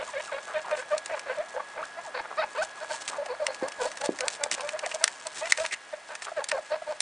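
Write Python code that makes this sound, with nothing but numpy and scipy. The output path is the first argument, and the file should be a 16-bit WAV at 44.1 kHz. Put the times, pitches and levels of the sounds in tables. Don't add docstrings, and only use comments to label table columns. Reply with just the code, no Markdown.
import sys
import numpy as np
from scipy import signal
from scipy.fft import rfft, irfft, next_fast_len
from scipy.io import wavfile
from scipy.ndimage import map_coordinates

SR = 44100
rng = np.random.default_rng(int(sys.argv[2]) if len(sys.argv) > 2 else 0)


def pcm_store(signal):
    levels = np.round(np.clip(np.atleast_2d(signal), -1, 1) * 32767)
    wavfile.write(sys.argv[1], SR, levels.astype(np.int16).T)


N = 309141

# f/Hz, level/dB
ROOM_TONE = [(40, -25.5), (150, -12), (450, -3.5), (640, 4.5), (900, 4), (1900, 1), (3200, -8),
             (8000, -16.5)]
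REST_HZ, USUAL_DB = 631.5, -32
RASP_DB, RASP_GROWS = -36.5, 0.33


def clucks(tone_db=1.42):
    # start/s, length/s, relative level/dB, mid-call pitch/Hz, rise from start to end/Hz, roughness
    calls = [(-.02, 0.059, -37, 567, 190, 0.74), (0.133, 0.079, -35, 561, 33, 0.32),
             (0.311, 0.085, -36, 563.5, -100, 0.52), (0.534, 0.067, -33.5, 624, -62, 0.39),
             (0.708, 0.049, -30.5, 612, -52, 0.49), (.767, 0.067, -43, 531, 51, 0.5),
             (0.904, 0.068, -30.5, 608.6, -13, 0.36), (1.091, 0.091, -35.5, 589.5, -130, 0.8),
             (1.256, 0.11, -38, 520, 63.5, 0.82), (1.538, 0.071, -38, 540.4, 219, 1.36),
             (1.75, 0.099, -42, 619.3, 65, 1.13), (2.807, 0.045, -41.5, 636.5, -2, 0.63),
             (2.884, 0.058, -42, 611, 38, 1.27), (3.281, 0.071, -37.5, 503, 181, 0.38),
             (3.47, 0.058, -37.5, 574, 124, 0.86), (3.611, 0.076, -35, 527.4, 67, 0.6),
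             (4, 0.1, -36.5, 564, 156, 0.82), (4.192, 0.095, -37, 519, 157, 0.75),
             (4.391, 0.085, -37.5, 570.5, 25, 0.79), (4.554, 0.1, -45.5, 521, 10, 1.12),
             (4.823, .038, -37.5, 569, -150, 0.7), (5.008, 0.044, -40, 638, 45, 0.4),
             (5.252, 0.031, -40.5, 652, 11, 0.55), (5.409, 0.071, -36.5, 643, 108, 0.33),
             (5.581, 0.073, -32.5, 641, 10, 0.42), (6.086, 0.071, -48.5, 615, -55, 1.25),
             (6.363, 0.05, -30.5, 612, -135, 0.37), (6.512, 0.07, -32, 553.6, -125, 0.43),
             (6.699, 0.068, -34, 611, 35, 0.62), (6.864, 0.071, -35.5, 598, 70, 0.58)]
    out = np.zeros(N)
    for start, length, db, hz, rise, rough in calls:
        rasp_db = RASP_DB + RASP_GROWS * (db - USUAL_DB)
        cluck = call(start, length, db + tone_db, rasp_db, hz, REST_HZ, rise, rough, catch_depth=.75)
        add(out, start, cluck)
    return out


def rising_calls(resting_rasp_db=-32, brighten_db_per_oct=5):
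    # t/s, pitch/Hz, level/dB
    contours = [(0.38, [(2.14, 549, -42), (2.165, 491.4, -39), (2.187, 521, -43), (2.2, 855, -29),
                (2.209, 930, -30)]), (0.14, [(2.37, 550, -39.5), (2.398, 649.6, -23.5), (2.413, 600, -37),
                (2.428, 834, -34.5), (2.448, 905, -29.5)]), (0.083, [(2.55, 549, -38), (2.567, 426, -46),
                (2.585, 596, -31.5), (2.612, 646, -27), (2.625, 782, -35.5), (2.636, 847, -26)]),
                (0.39, [(3.785, 628, -37), (3.81, 480.4, -32), (3.85, 477.5, -34), (3.872, 647, -26),
                (3.886, 690, -49)])]
    out = np.zeros(N)
    for rough, points in contours:
        s, hz, db = np.transpose(points)
        t = np.arange(s[0], s[-1], 1 / SR)
        u = np.linspace(0, 1, len(t))
        pitch, tone_db = np.interp(t, s, hz), np.interp(t, s, db)
        rasp_db = resting_rasp_db + RASP_GROWS * (tone_db - USUAL_DB)
        rasp_db += brighten_db_per_oct * np.log2(pitch / REST_HZ)
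        upturn = np.clip(pitch / REST_HZ - 1.2, 0, .15)
        hoarse = np.clip(rough * amp(.45 * (tone_db.max() - tone_db)) + upturn, .02, .9)
        release = np.clip(9 * (1 - u), 0, 1)
        sound = voice(s[0], pitch, amp(tone_db), amp(rasp_db) * release, hoarse, hoarse)
        add(out, s[0], arch(u, .14) * sound)
    return out


def coos(tone_db=6.0):
    # start/s, length/s, relative level/dB, mid-call pitch/Hz
    calls = [(1.362, 0.065, -39, 614), (1.965, 0.043, -46.5, 657), (3.175, 0.063, -38, 552),
             (3.392, 0.069, -38.5, 600), (4.623, 0.065, -42.5, 557), (4.727, 0.043, -41, 606),
             (4.936, 0.03, -40.5, 626), (5.927, 0.021, -39.5, 599)]
    out = np.zeros(N)
    for start, length, db, hz in calls:
        coo = call(start, length, db + tone_db, RASP_DB - 7, hz, rest_hz=664.5, rise_hz=15, rough=.4)
        add(out, start, coo)
    return out


def squeaks():
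    # start/s, length/s, level/dB, middle f/Hz
    falls = [(0.077, 0.03, -40, 1024), (0.276, 0.031, -44, 1295), (0.645, 0.018, -38, 952),
             (2.042, 0.058, -41.5, 752), (2.762, 0.048, -49.5, 1080), (3.153, 0.02, -40, 935),
             (3.254, 0.016, -38, 727), (4.863, 0.0087, -30.5, 673), (6.317, 0.0094, -33.5, 672),
             (6.579, 0.017, -31, 652), (6.819, 0.01, -34.5, 650)]
    # start/s, level/dB, middle f/Hz
    flicks = [(1.171, -41, 1045), (1.594, -38, 1135), (1.825, -36, 1417), (2.417, -37, 1528),
              (2.933, -36.5, 900), (6.413, -38, 890)]
    out = np.zeros(N)
    for start, length, db, hz in falls:
        add(out, start, amp(db) * glide(hz, length, oct_per_s=-17.5, rough=.35))
    for start, db, hz in flicks:
        add(out, start, amp(db) * glide(hz, length=0.0194, oct_per_s=14, rough=.8))
    return out


def creaks(puffs_per_s=130):
    # start/s, end/s, level/dB
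    spans = [(0.473, 0.535, -39.5), (0.66, 0.73, -38), (2.24, 2.267, -40), (2.306, 2.334, -38.5),
             (3.106, 3.177, -39), (6.261, 6.301, -39)]
    out = np.zeros(N)
    for start, end, db in spans:
        n = round((end - start) * SR)
        cycle = np.cumsum(puffs_per_s * amp(2.9 * wobble(puffs_per_s, n))) / SR % 1
        puffs = rng.standard_normal(n) * np.exp(-2 * cycle)
        add(out, start, amp(db) * arch(np.linspace(0, 1, n), 0.23) * unit(band(puffs, 567, 1440)))
    return out


def call(start, length, tone_db, rasp_db, sag_hz, rest_hz, rise_hz, rough, catch_depth=0):
    n = round(length * SR)
    u = np.linspace(0, 1, n)
    ends = (2 * u - 1) ** 2
    rough = np.clip(rough + rough * (ends - .4), .02, 1)
    wander = 1 + .028 * wobble(50, n)
    pitch = (sag_hz + (rest_hz - sag_hz) * ends + rise_hz * (u - .5)) * wander
    split = np.clip(1.6 * rough + .5 * ends - .15, 0, 1)
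    tone = amp(tone_db) * arch(u, .9)
    rasp = amp(rasp_db) * arch(u ** 1.75, .2)
    catch = unit(1 - catch_depth * np.exp(-np.square((u - .77) / .07)))
    return voice(start, pitch, catch * tone, catch * rasp, rough, split)


def voice(s, pitch, tone, rasp, rough, split, jitter=0.037, vowel_db=1.5, rumble_db=-32):
    # f/Hz, level/dB
    throat = [(250, -29.5), (550, -16), (900, 11.5), (1250, -1.5), (1550, 5.5), (1900, -1), (2300, 0.5),
              (2850, -9.5), (3500, -12.5), (4450, -9), (5200, -20.5), (9000, -66.5)]
    # f/Hz, level/dB
    low_rumble = [(40, 2.5), (350, 4), (900, -46)]
    orders = np.arange(1, 11)[:, None]
    n = len(pitch)
    phase = 2 * np.pi * np.cumsum(pitch * (1 + jitter * (rough + 0.17) * wobble(209.7, n))) / SR
    lag, half_lag = rng.uniform(0, 2 * np.pi, (2, *orders.shape))
    gain, half_gain = amp(4 * np.array([[wobble(70, n) for _ in orders] for _ in range(2)]))
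    overtones = (gain * np.cos(orders * phase + lag))[1:].sum(0)
    half_tones = (half_gain * np.cos((orders - .5) * phase + half_lag)).sum(0)
    partials = unit(overtones + split * half_tones)
    puffs = unit(rng.standard_normal(n) * np.exp(1.5 * np.cos(phase / 2)) * amp(3 * wobble(300, n)))
    tilt, top_db = facing(s)
    vowel = [(hz, db + tilt * np.log2(hz) + top_db * (hz > 4000) + vowel_db * rng.standard_normal())
             for hz, db in throat]
    buzz = coloured(np.sqrt(1 - rough) * partials + np.sqrt(rough) * puffs, vowel)
    shimmer = unit(amp(3.2 * np.sqrt(rough) * wobble(165, n)))
    ragged = .6 * rough ** 2
    hum = np.sqrt(1 - ragged) * unit(np.cos(phase)) + np.sqrt(ragged) * unit(band(puffs, 494, 693))
    rumble = amp(rumble_db) * tone * coloured(rng.standard_normal(n), low_rumble)
    return shimmer * (tone * hum + rasp * buzz) + rumble


def facing(s):
    # t/s, tilt/(dB per octave), level of the throat's top resonance/dB
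    turns = [(.4, 3.5, -11), (1.3, 0.5, -5), (1.7, -7.5, -3), (2.2, -1, 5), (2.6, -1.5, 1), (3.3, -6, 14),
             (4.2, -6.5, 11), (5.5, 2, -15), (6.8, -6, 12.5)]
    times, *columns = np.transpose(turns)
    return [np.interp(s, times, column) for column in columns]


def glide(middle_hz, length, oct_per_s, rough, overtone_db=-15):
    n = round(length * SR)
    u = np.linspace(0, 1, n)
    pitch = middle_hz * 2 ** (oct_per_s * length * (u - .5)) * (1 + .1 * rough * wobble(450, n))
    flutter = amp(6 * rough * wobble(260, n))
    phase = 2 * np.pi * np.cumsum(pitch) / SR
    partials = np.sin(phase) + amp(overtone_db) * (np.sin(2 * phase) + .5 * np.sin(3 * phase))
    return arch(u, 0.49) * unit(flutter * partials)


def snaps(level_db=-21, lead_in_db=-14, scatter_db=-22, scatter_t60=0.046):
    # t/s, relative level of the crack/dB, flap against the crack/dB
    creases = [(0.7108, -32.5, 4), (.98, -20, -9), (1.0597, -22, -7.5), (1.194, -26, -2),
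               (3.078, -19.5, -4.5), (3.26, -30, 2), (3.467, -14.5, 1), (3.5452, -28, -2), (3.684, -25, -8),
               (3.72, -30, 0.5), (3.916, -28, 0), (3.972, -26, -2), (4.0588, -19.5, -11), (4.188, -25.5, 3),
               (4.2071, -16.5, -1.5), (4.282, -11.5, -5), (4.437, -11, -8.5), (4.5142, -13, -4),
               (4.6077, -23.5, -2), (4.6905, -22.5, 3), (4.792, -23, -2), (4.862, -21, -0.5),
               (4.9145, -30, 10.5), (5.0409, -2.5, -7.5), (5.078, -15.5, 1), (5.269, -19, -13),
               (5.456, -27, 5), (5.5222, -6, -7), (5.5748, -21, -1.5), (5.5997, -24, -1),
               (5.6507, -26.5, 9.5), (5.662, -20, -2), (6.152, -25.5, 0.5), (6.221, -27.5, 2.5),
               (6.442, -19, -7), (6.4876, -19, -11), (6.516, -19, 6.5), (7.0048, -9.5, -7.5)]
    out = np.zeros(N)
    t = np.arange(-SR // 100, SR // 25) / SR
    typical_db = np.mean(creases, axis=0)[1]
    for s, crack_db, flap_db in creases:
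        t60 = .008 + .0092 * amp(0.93 * (typical_db - crack_db))
        fall = amp(-60 * np.abs(t) / t60)
        envelope = np.where(t < 0, amp(lead_in_db) * fall, fall + amp(scatter_db - 60 * t / scatter_t60))
        crack, sheet, body, edge = rng.standard_normal((4, len(t))) * envelope
        edge_gain = amp(-6 - 0.48 * flap_db)
        tick = unit(unit(band(crack, 3460, 6940)) + edge_gain * unit(band(edge, 7100, 9900)))
        patch = 2 ** (.08 * rng.standard_normal())
        flap = unit(band(sheet, patch * 1700, patch * 2750)) + amp(-7) * unit(band(body, 590, 1540))
        add(out, s + t[0], amp(crack_db + level_db) * (tick + amp(flap_db) * flap))
    return out


def rustle(swish_db=1, fits_db=3):
    # f/Hz, level/dB
    paper = [(100, -29.5), (600, -18), (2300, -14.5), (3200, -14), (4800, -15), (8000, -13.5), (10000, -21)]
    # middle/s, length/s, relative level/dB
    slides = [(.79, 0.055, -45), (2.64, 0.029, -37.5), (2.94, 0.066, -39.5), (3.02, 0.019, -41),
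              (3.092, 0.018, -32), (3.845, 0.067, -38), (4.015, 0.0099, -36), (4.055, 0.027, -36),
              (4.34, 0.046, -41), (4.535, 0.03, -30), (4.95, 0.014, -35.5), (5.385, 0.051, -39),
              (5.505, 0.015, -32.5), (5.62, 0.09, -42), (5.733, 0.023, -33.5), (6.24, 0.027, -38),
              (6.493, 0.014, -33)]
    # t/s, level/dB
    shuffle = [(0, -49), (2.2, -59.5), (3.1, -46), (3.3, -58.5), (3.6, -51), (5.55, -47.5), (5.8, -55)]
    swish = amp(swish_db) * strokes(slides) * coloured(slips(per_s=1900, spread_db=1.5), paper)
    busy = amp(timeline(shuffle) + fits_db * wobble(18, N))
    fine, crackle = slips(per_s=700, spread_db=2.5), slips(per_s=40, spread_db=2)
    return swish + busy * coloured(fine + .5 * crackle, paper)


def slips(per_s, spread_db, decay_s=.0008):
    sizes = amp(spread_db * np.minimum(rng.exponential(size=N), 3.5))
    starts = (rng.random(N) < per_s / SR) * sizes
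    envelope = signal.lfilter([1], [1, -np.exp(-1 / (decay_s * SR))], starts)
    return unit(envelope * rng.standard_normal(N))


def claws(ring_hz=2200, waver_hz=350):
    # middle/s, length/s, level/dB
    scrapes = [(4.85, 0.023, -40), (5.5238, 0.002, -9), (5.73, 0.031, -31.5)]
    phase = 2 * np.pi * np.cumsum(ring_hz + waver_hz * wobble(900, N)) / SR
    return strokes(scrapes) * unit(np.sin(phase) * amp(2.5 * wobble(400, N)))


def bumps(attack_s=0.0011):
    # f/Hz, level/dB, t60/s
    modes = [(330, -20, 0.072), (360, 12, 0.012), (484, 0.5, 0.011)]
    # t/s, level/dB
    knocks = [(3.625, -22), (4.091, -15)]
    out = np.zeros(N)
    t = np.arange(SR // 5) / SR
    ring = sum(amp(db - 60 * t / t60) * np.sin(2 * np.pi * hz * t) for hz, db, t60 in modes)
    thud = band(ring * (1 - np.exp(-t / attack_s)), 230, 1600)
    for s, db in knocks:
        add(out, s, amp(db) * thud)
    return out


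def background(whine_hz=1668, whine_db=-5.5, hiss_db=-47.5):
    # t/s, level/dB
    sinking = [(4.8, -45.5), (5.9, -51)]
    air = coloured(rng.standard_normal(N), ROOM_TONE)
    low = filtered(air, lambda hz: 1 / (1 + (hz / 1600) ** 4))
    phase = 2 * np.pi * np.cumsum(whine_hz + 1.23 * wobble(7.8, N)) / SR
    whine = amp(whine_db + wobble(3.4, N)) * unit(np.sin(phase) + amp(-17) * np.sin(2 * phase))
    return amp(timeline(sinking)) * (low + whine) + amp(hiss_db) * (air - low)


def room(x):
    # f/Hz, t60/s
    decay = [(500, 0.18), (3000, 0.12), (10000, 0.0064)]
    hz, t, spectrum = signal.stft(rng.standard_normal(SR // 2), SR, nperseg=256)
    tail = signal.istft(spectrum * amp(-60 * t / along(decay, hz)[:, None]), SR, nperseg=256)[1]
    return signal.fftconvolve(x, tail / np.linalg.norm(tail))[:N]


def amp(db):
    return 10 ** (np.asarray(db) / 20)


def unit(x):
    return x / np.sqrt(np.mean(x ** 2) + 1e-20)


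def along(points, hz):
    f, values = np.transpose(points)
    return np.interp(np.log(hz + 1), np.log(f + 1), values)


def timeline(points):
    return np.interp(np.arange(N) / SR, *np.transpose(points))


def filtered(x, response):
    n = x.shape[-1]
    padded = next_fast_len(n + 4096)
    return irfft(rfft(x, padded) * response(np.fft.rfftfreq(padded, 1 / SR)), padded)[..., :n]


def coloured(x, points):
    return unit(filtered(x, lambda hz: amp(along(points, hz))))


def band(x, low_hz, high_hz):
    return signal.sosfilt(signal.butter(2, [low_hz, high_hz], "band", fs=SR, output="sos"), x)


def wobble(rate, size):
    knots = rng.standard_normal(int(size * rate / SR) + 4)
    return map_coordinates(knots, [np.arange(size) * rate / SR])


def arch(u, power):
    return unit(np.abs(np.sin(np.pi * u)) ** power)


def strokes(rows):
    t = np.arange(N) / SR
    power = sum(amp(db) ** 2 * np.exp(-(2 * (t - middle) / length) ** 4) for middle, length, db in rows)
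    return np.sqrt(power)


def add(track, s, sound):
    i = round(s * SR)
    part = sound[max(-i, 0):max(N - i, 0)]
    track[max(i, 0):][:len(part)] += part


def scene():
    voices = clucks() + rising_calls() + coos() + squeaks() + creaks()
    feet = snaps() + rustle() + claws()
    knocks = bumps()
    reverb = room(amp(-15.5) * voices + amp(-17) * feet + amp(-13.5) * knocks)
    mid = voices + feet + knocks + reverb + background()
    side = amp(-18.5) * np.gradient(mid) + amp(-36.5) * room(mid)
    side += amp(-61.5) * coloured(rng.standard_normal(N), ROOM_TONE)
    return np.array([mid + side, mid - side])


def record(dry, ceiling=.95, top_hz=10050):
    return filtered(np.clip(dry, -ceiling, ceiling), lambda hz: 1 / np.sqrt(1 + (hz / top_hz) ** 120))


dry = scene()
out = record(dry)
pcm_store(out)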